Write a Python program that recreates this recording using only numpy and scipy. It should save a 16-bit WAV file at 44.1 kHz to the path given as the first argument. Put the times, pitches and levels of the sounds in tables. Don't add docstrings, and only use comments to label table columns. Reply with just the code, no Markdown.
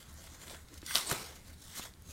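import sys
import numpy as np
from scipy import signal
from scipy.fft import rfft, irfft, next_fast_len
from scipy.io import wavfile
from scipy.ndimage import uniform_filter1d, map_coordinates

SR = 44100
rng = np.random.default_rng(int(sys.argv[2]) if len(sys.argv) > 2 else 0)


def waveform_to_disk(signal):
    frames = np.transpose(np.atleast_2d(signal))
    scaled = np.clip(frames, -1, 1) * 32767
    samples = np.round(scaled).astype(np.int16)
    wavfile.write(sys.argv[1], SR, samples)


N = 93844


def rustle():
    # f/Hz, level/dB
    sliding_colour = [(120, -32), (200, -20), (249, -3), (283, -4.5), (416, -5.5), (668, -2.5), (746, -7),
                      (1580, -3), (1760, -7.5), (1900, -3.5), (2590, -11.5), (3340, -8.5), (5090, -11),
                      (7070, -9.5), (15800, -20)]
    parting_colour = [(120, -39), (200, -5.5), (439, 0.5), (577, -2.5), (879, -0.5), (1790, -5), (2110, -1),
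                      (2780, -8), (3940, -5.5), (4990, -7), (7470, -10), (8330, -9.5), (10200, -14),
                      (15000, -17), (15800, -27)]
    # peak t/s, fibre hiss/dB, sheet body/dB, rise/s, fall/s
    strokes = [(0.005, -54.5, -61, 0.05, 0.093), (0.094, -59.5, -66, 0.052, 0.073),
               (0.25, -55, -60, 0.2, 0.12), (0.345, -56, -58, 0.065, 0.074),
               (0.427, -51.5, -51.5, 0.036, 0.033), (0.514, -50, -53, 0.13, 0.11),
               (0.62, -61, -79, 0.026, 0.048), (0.764, -59.5, -64, 0.18, 0.05),
               (1.36, -54.5, -56, 0.021, 0.028), (1.486, -57, -61, 0.082, .07),
               (1.538, -56, -76, .025, 0.012), (1.67, -54, -62.5, 0.15, 0.28),
               (1.79, -40.5, -51.5, 0.072, 0.024), (1.846, -48.5, -55, 0.091, 0.066),
               (2.128, -50, -60, 0.091, .05)]
    tears = [(0.979, -38, -47.5, 0.12, 0.11), (1.113, -38.5, -41.5, 0.13, 0.23)]
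    sliding = flex(fibres(rate=3300, smooth=0.49), depth_db=2.5)
    parting = flex(fibres(rate=2500, smooth=0.6), depth_db=2.5)
    return (friction(sliding, sliding_colour, strokes, shape=1.39)
            + friction(parting, parting_colour, tears, shape=1.04))


def fibres(rate, smooth):
    sizes = amp(3 * np.minimum(rng.exponential(size=N), 3)) * rng.choice([-1, 1], N)
    slips = sizes * (rng.random(N) < rate / SR)
    slips = unit(filtered(slips, lambda hz: np.exp(-2j * np.pi * .17 * np.sqrt(hz))))
    clumps = amp(1.1 * wobble(220))
    return unit((slips + smooth * rng.standard_normal(N)) * clumps)


def flex(x, depth_db):
    spectra = signal.stft(x, nperseg=512)[2]
    drift = uniform_filter1d(rng.standard_normal(spectra.shape), size=6, axis=0)
    drift = uniform_filter1d(drift, size=16, axis=1)
    return signal.istft(spectra * amp(depth_db * unit(drift)), nperseg=512)[1][:N]


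def friction(source, spectrum, moves, shape, body_lag_s=0.0049, crossover_hz=2600):
    treble = lambda hz: 1 / (1 + (crossover_hz / (hz + 1)) ** 8)
    hiss = unit(filtered(source, lambda hz: amp(along(spectrum, hz)) * treble(hz)))
    body = unit(filtered(source, lambda hz: amp(along(spectrum, hz)) * (1 - treble(hz))))
    hiss_power, body_power = np.zeros(N), np.zeros(N)
    for s, hiss_db, body_db, rise, fall in moves:
        hiss_power += (amp(hiss_db) * swell(s, rise, fall, shape)) ** 2
        body_power += (amp(body_db) * swell(s + body_lag_s, rise, fall, shape)) ** 2
    return np.sqrt(hiss_power) * hiss + np.sqrt(body_power) * body


def rip():
    # f/Hz, level/dB
    colour = [(100, -16), (420, -15.5), (640, -8.5), (850, -24.5), (1150, -3.5), (1500, -10), (2000, -17),
              (2500, -20.5), (2900, -8.5), (4700, -13), (6500, -20), (8800, -12), (12500, -16.5),
              (15800, -26)]
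    burst = amp(-28) * swell(0.95, rise_s=0.002, fall_s=0.075)
    breaking = fibres(rate=2200, smooth=0.24)
    return burst * unit(filtered(breaking, lambda hz: amp(along(colour, hz))))


def snaps(flick_db=-3, spray_db=-12):
    # t/s, level/dB, f/Hz, length/s
    creases = [(0.128, -40, 11100, .004), (0.141, -41, 10000, .005), (0.271, -40.5, 1870, 0.021),
               (0.48, -36, 3830, 0.0034), (0.498, -32, 4270, 0.0019), (0.546, -38, 2450, 0.0053),
               (0.685, -45.5, 3940, 0.011), (0.7405, -38.5, 6300, 0.0085), (0.7763, -38, 5200, 0.023),
               (0.8175, -39.5, 4130, 0.0072), (0.827, -44.5, 1460, 0.021), (0.8635, -27, 5660, 0.011),
               (0.9554, -8, 4540, 0.0028), (0.9556, -24, 1250, 0.0021), (0.958, -23, 4350, .002),
               (0.9605, -24, 4250, 0.0038), (0.973, -27.5, 2850, 0.0068), (0.9827, -19, 5200, 0.0022),
               (1.099, -20.5, 8100, 0.0074), (1.1131, -21, 1344, 0.012), (1.1134, -16.5, 8500, 0.011),
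               (1.1255, -28.5, 1740, 0.0096), (1.1256, -21.5, 11000, 0.0054), (1.617, -42.5, 6100, 0.019),
               (1.7952, -37.5, 870, 0.018), (1.938, -43, 4280, 0.0042), (2.022, -41, 10200, 0.0028)]
    out, t = np.zeros(N), np.arange(SR // 20) / SR
    octave = np.log2(np.fft.rfftfreq(len(t), 1 / SR) + 1)
    for s, db, hz, length in creases:
        cycles = t * hz
        flick = np.exp(-(cycles - 1.5) ** 2) * np.sin(2 * np.pi * cycles)
        colour = np.exp(-.5 * (octave - np.log2(hz)) ** 2)
        spray = unit(irfft(rfft(rng.standard_normal(len(t))) * colour, len(t)))
        age = 7 * t / length
        add(out, s, amp(db + flick_db) * flick + amp(db + spray_db) * spray * age * np.exp(1 - age))
    return out


def stretch(low_cut_hz=850):
    # f/Hz, width/Hz, level/dB
    modes = [(1226, 40, -6), (1510, 150, 1.5), (2010, 140, 3), (3340, 400, 0.5), (4490, 460, -2.5),
             (5740, 140, 2.5), (8640, 890, -2.5), (12300, 4100, -20)]
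    pull = amp(-41) * swell(0.9054, rise_s=0.056, fall_s=0.12, shape=1.8, hold_s=0.043)
    swish = resonate(fibres(rate=4000, smooth=0.74), modes)
    return pull * unit(filtered(swish, lambda hz: 1 / (1 + (low_cut_hz / (hz + 1)) ** 4)))


def flaps(rise_s=0.00043):
    # t/s, level/dB, f/Hz, t60/s
    puffs = [(0.533, -38, 440, 0.0095), (0.83, -39, 322, 0.02), (0.9556, -29.5, 680, 0.018),
             (1.118, -28, 150, 0.042), (1.1276, -26.5, 420, 0.013), (1.7957, -32, 244, 0.012)]
    out, t = np.zeros(N), np.arange(SR // 6) / SR
    for s, db, hz, t60 in puffs:
        envelope = amp(db + 1.5 - 60 * t / t60) * (1 - np.exp(-t / rise_s))
        add(out, s, envelope * np.sin(2 * np.pi * hz * t))
    return out


def rubs():
    # t/s, level/dB, f/Hz, width/Hz, length/s
    touches = [(0.19, -60.5, 6150, 1200, 0.039), (0.333, -61, 6100, 1090, .047),
               (0.432, -55.5, 3300, 910, 0.0056), (0.726, -57, 293, 303, 0.023),
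               (0.91, -38, 1480, 1300, 0.0061), (1.077, -41.5, 8270, 1200, 0.021),
               (1.765, -54.5, 1760, 900, 0.064), (1.827, -47.5, 3380, 1790, 0.022),
               (1.856, -53.5, 630, 109, 0.012), (1.857, -52.5, 1520, 810, 0.0093)]
    out, t = np.zeros(N), np.arange(N) / SR
    for s, db, hz, width, length in touches:
        mode = [(hz, width, 0)]
        whisper = unit(resonate(resonate(rng.standard_normal(N), mode), mode))
        out += amp(db) * whisper * np.exp(-2 * ((t - s) / length) ** 2)
    return out


def table_top(x, bounce=0.024, bounce_s=0.00107, scatter=0.22, scatter_t60=0.06):
    t = np.arange(SR // 40) / SR
    echoes = rng.standard_normal(len(t)) * amp(-60 * t / scatter_t60) * (t > .002)
    scattered = signal.fftconvolve(x, echoes / np.linalg.norm(echoes))[:N]
    bright = filtered(scattered, lambda hz: hz / np.hypot(hz, 1200))
    close = filtered(x, lambda hz: 1 + bounce * np.exp(-2j * np.pi * hz * bounce_s))
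    return (close + scatter * bright) / np.hypot(1, scatter)


def room(x):
    # f/Hz, t60/s
    decay = [(150, 0.64), (1500, 0.22), (6000, 0.066), (15000, 0.15)]
    hz, t, spectra = signal.stft(rng.standard_normal(SR // 2), SR, nperseg=256)
    tail = signal.istft(spectra * amp(-60 * t / along(decay, hz)[:, None]), SR, nperseg=256)[1]
    tail = np.pad(tail / np.linalg.norm(tail), (SR // 200, 0))
    return signal.fftconvolve(x, tail)[:N]


def room_tone(waver_db=0.9, swell_db=5, swell_s=0.036, high_cut_hz=260):
    # f/Hz, width/Hz, level/dB
    modes = [(29.2, 61, -8), (74, 4.4, 7), (158.3, 7.7, -11)]
    swell_times = [0.1, 0.3, 0.77, 1.52, 1.68, 2.09]
    # f/Hz, level/dB
    air = [(12, -71), (20, -1.5), (93, -2), (261, -8.5), (510, -17.5), (1250, -18.5), (1510, -19),
           (2300, -21), (2570, -25.5), (3500, -23.5), (5030, -25.5), (9040, -24.5), (15800, -32)]
    swells = sum(swell(s, swell_s, swell_s, shape=2.9) for s in swell_times)
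    hum_db = -57.5 - waver_db * wobble(8.36) + swell_db * swells
    boom = resonate(rng.standard_normal(N), modes)
    hum = unit(filtered(boom, lambda hz: 1 / np.sqrt(1 + (hz / high_cut_hz) ** 4)))
    hiss = unit(filtered(rng.standard_normal(N), lambda hz: amp(along(air, hz))))
    return amp(hum_db) * hum + amp(-61) * hiss


def amp(db):
    return 10 ** (np.asarray(db) / 20)


def unit(x):
    return x / np.sqrt(np.mean(x ** 2) + 1e-20)


def along(points, hz):
    freqs, values = np.transpose(points)
    return np.interp(np.log(hz + 1), np.log(freqs + 1), values)


def swell(s, rise_s, fall_s, shape=1, hold_s=0):
    t = np.arange(N) / SR - s
    away = np.maximum(-t / rise_s, 0) + np.maximum((t - hold_s) / fall_s, 0)
    return amp(-20 * away ** shape)


def wobble(rate):
    return map_coordinates(rng.standard_normal(int(N * rate / SR) + 4), [np.arange(N) * rate / SR])


def filtered(x, response):
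    size = next_fast_len(N + SR // 2)
    return irfft(rfft(x, size) * response(np.fft.rfftfreq(size, 1 / SR)), size)[:N]


def resonate(x, modes):
    return filtered(x, lambda hz: sum(amp(db) * 1j * hz * width / (f * f - hz * hz + 1j * hz * width)
                                      for f, width, db in modes))


def add(track, s, sound):
    part = track[round(s * SR):][:len(sound)]
    part += sound[:len(part)]


def scene():
    paper = table_top(rustle() + stretch() + rip() + rubs() + snaps()) + flaps()
    return (paper + amp(-17) * room(paper) + room_tone())[None]


def record(dry):
    top_hz = 15850
    return filtered(dry[0], lambda hz: hz < top_hz)[None]


dry = scene()
out = record(dry)
waveform_to_disk(out)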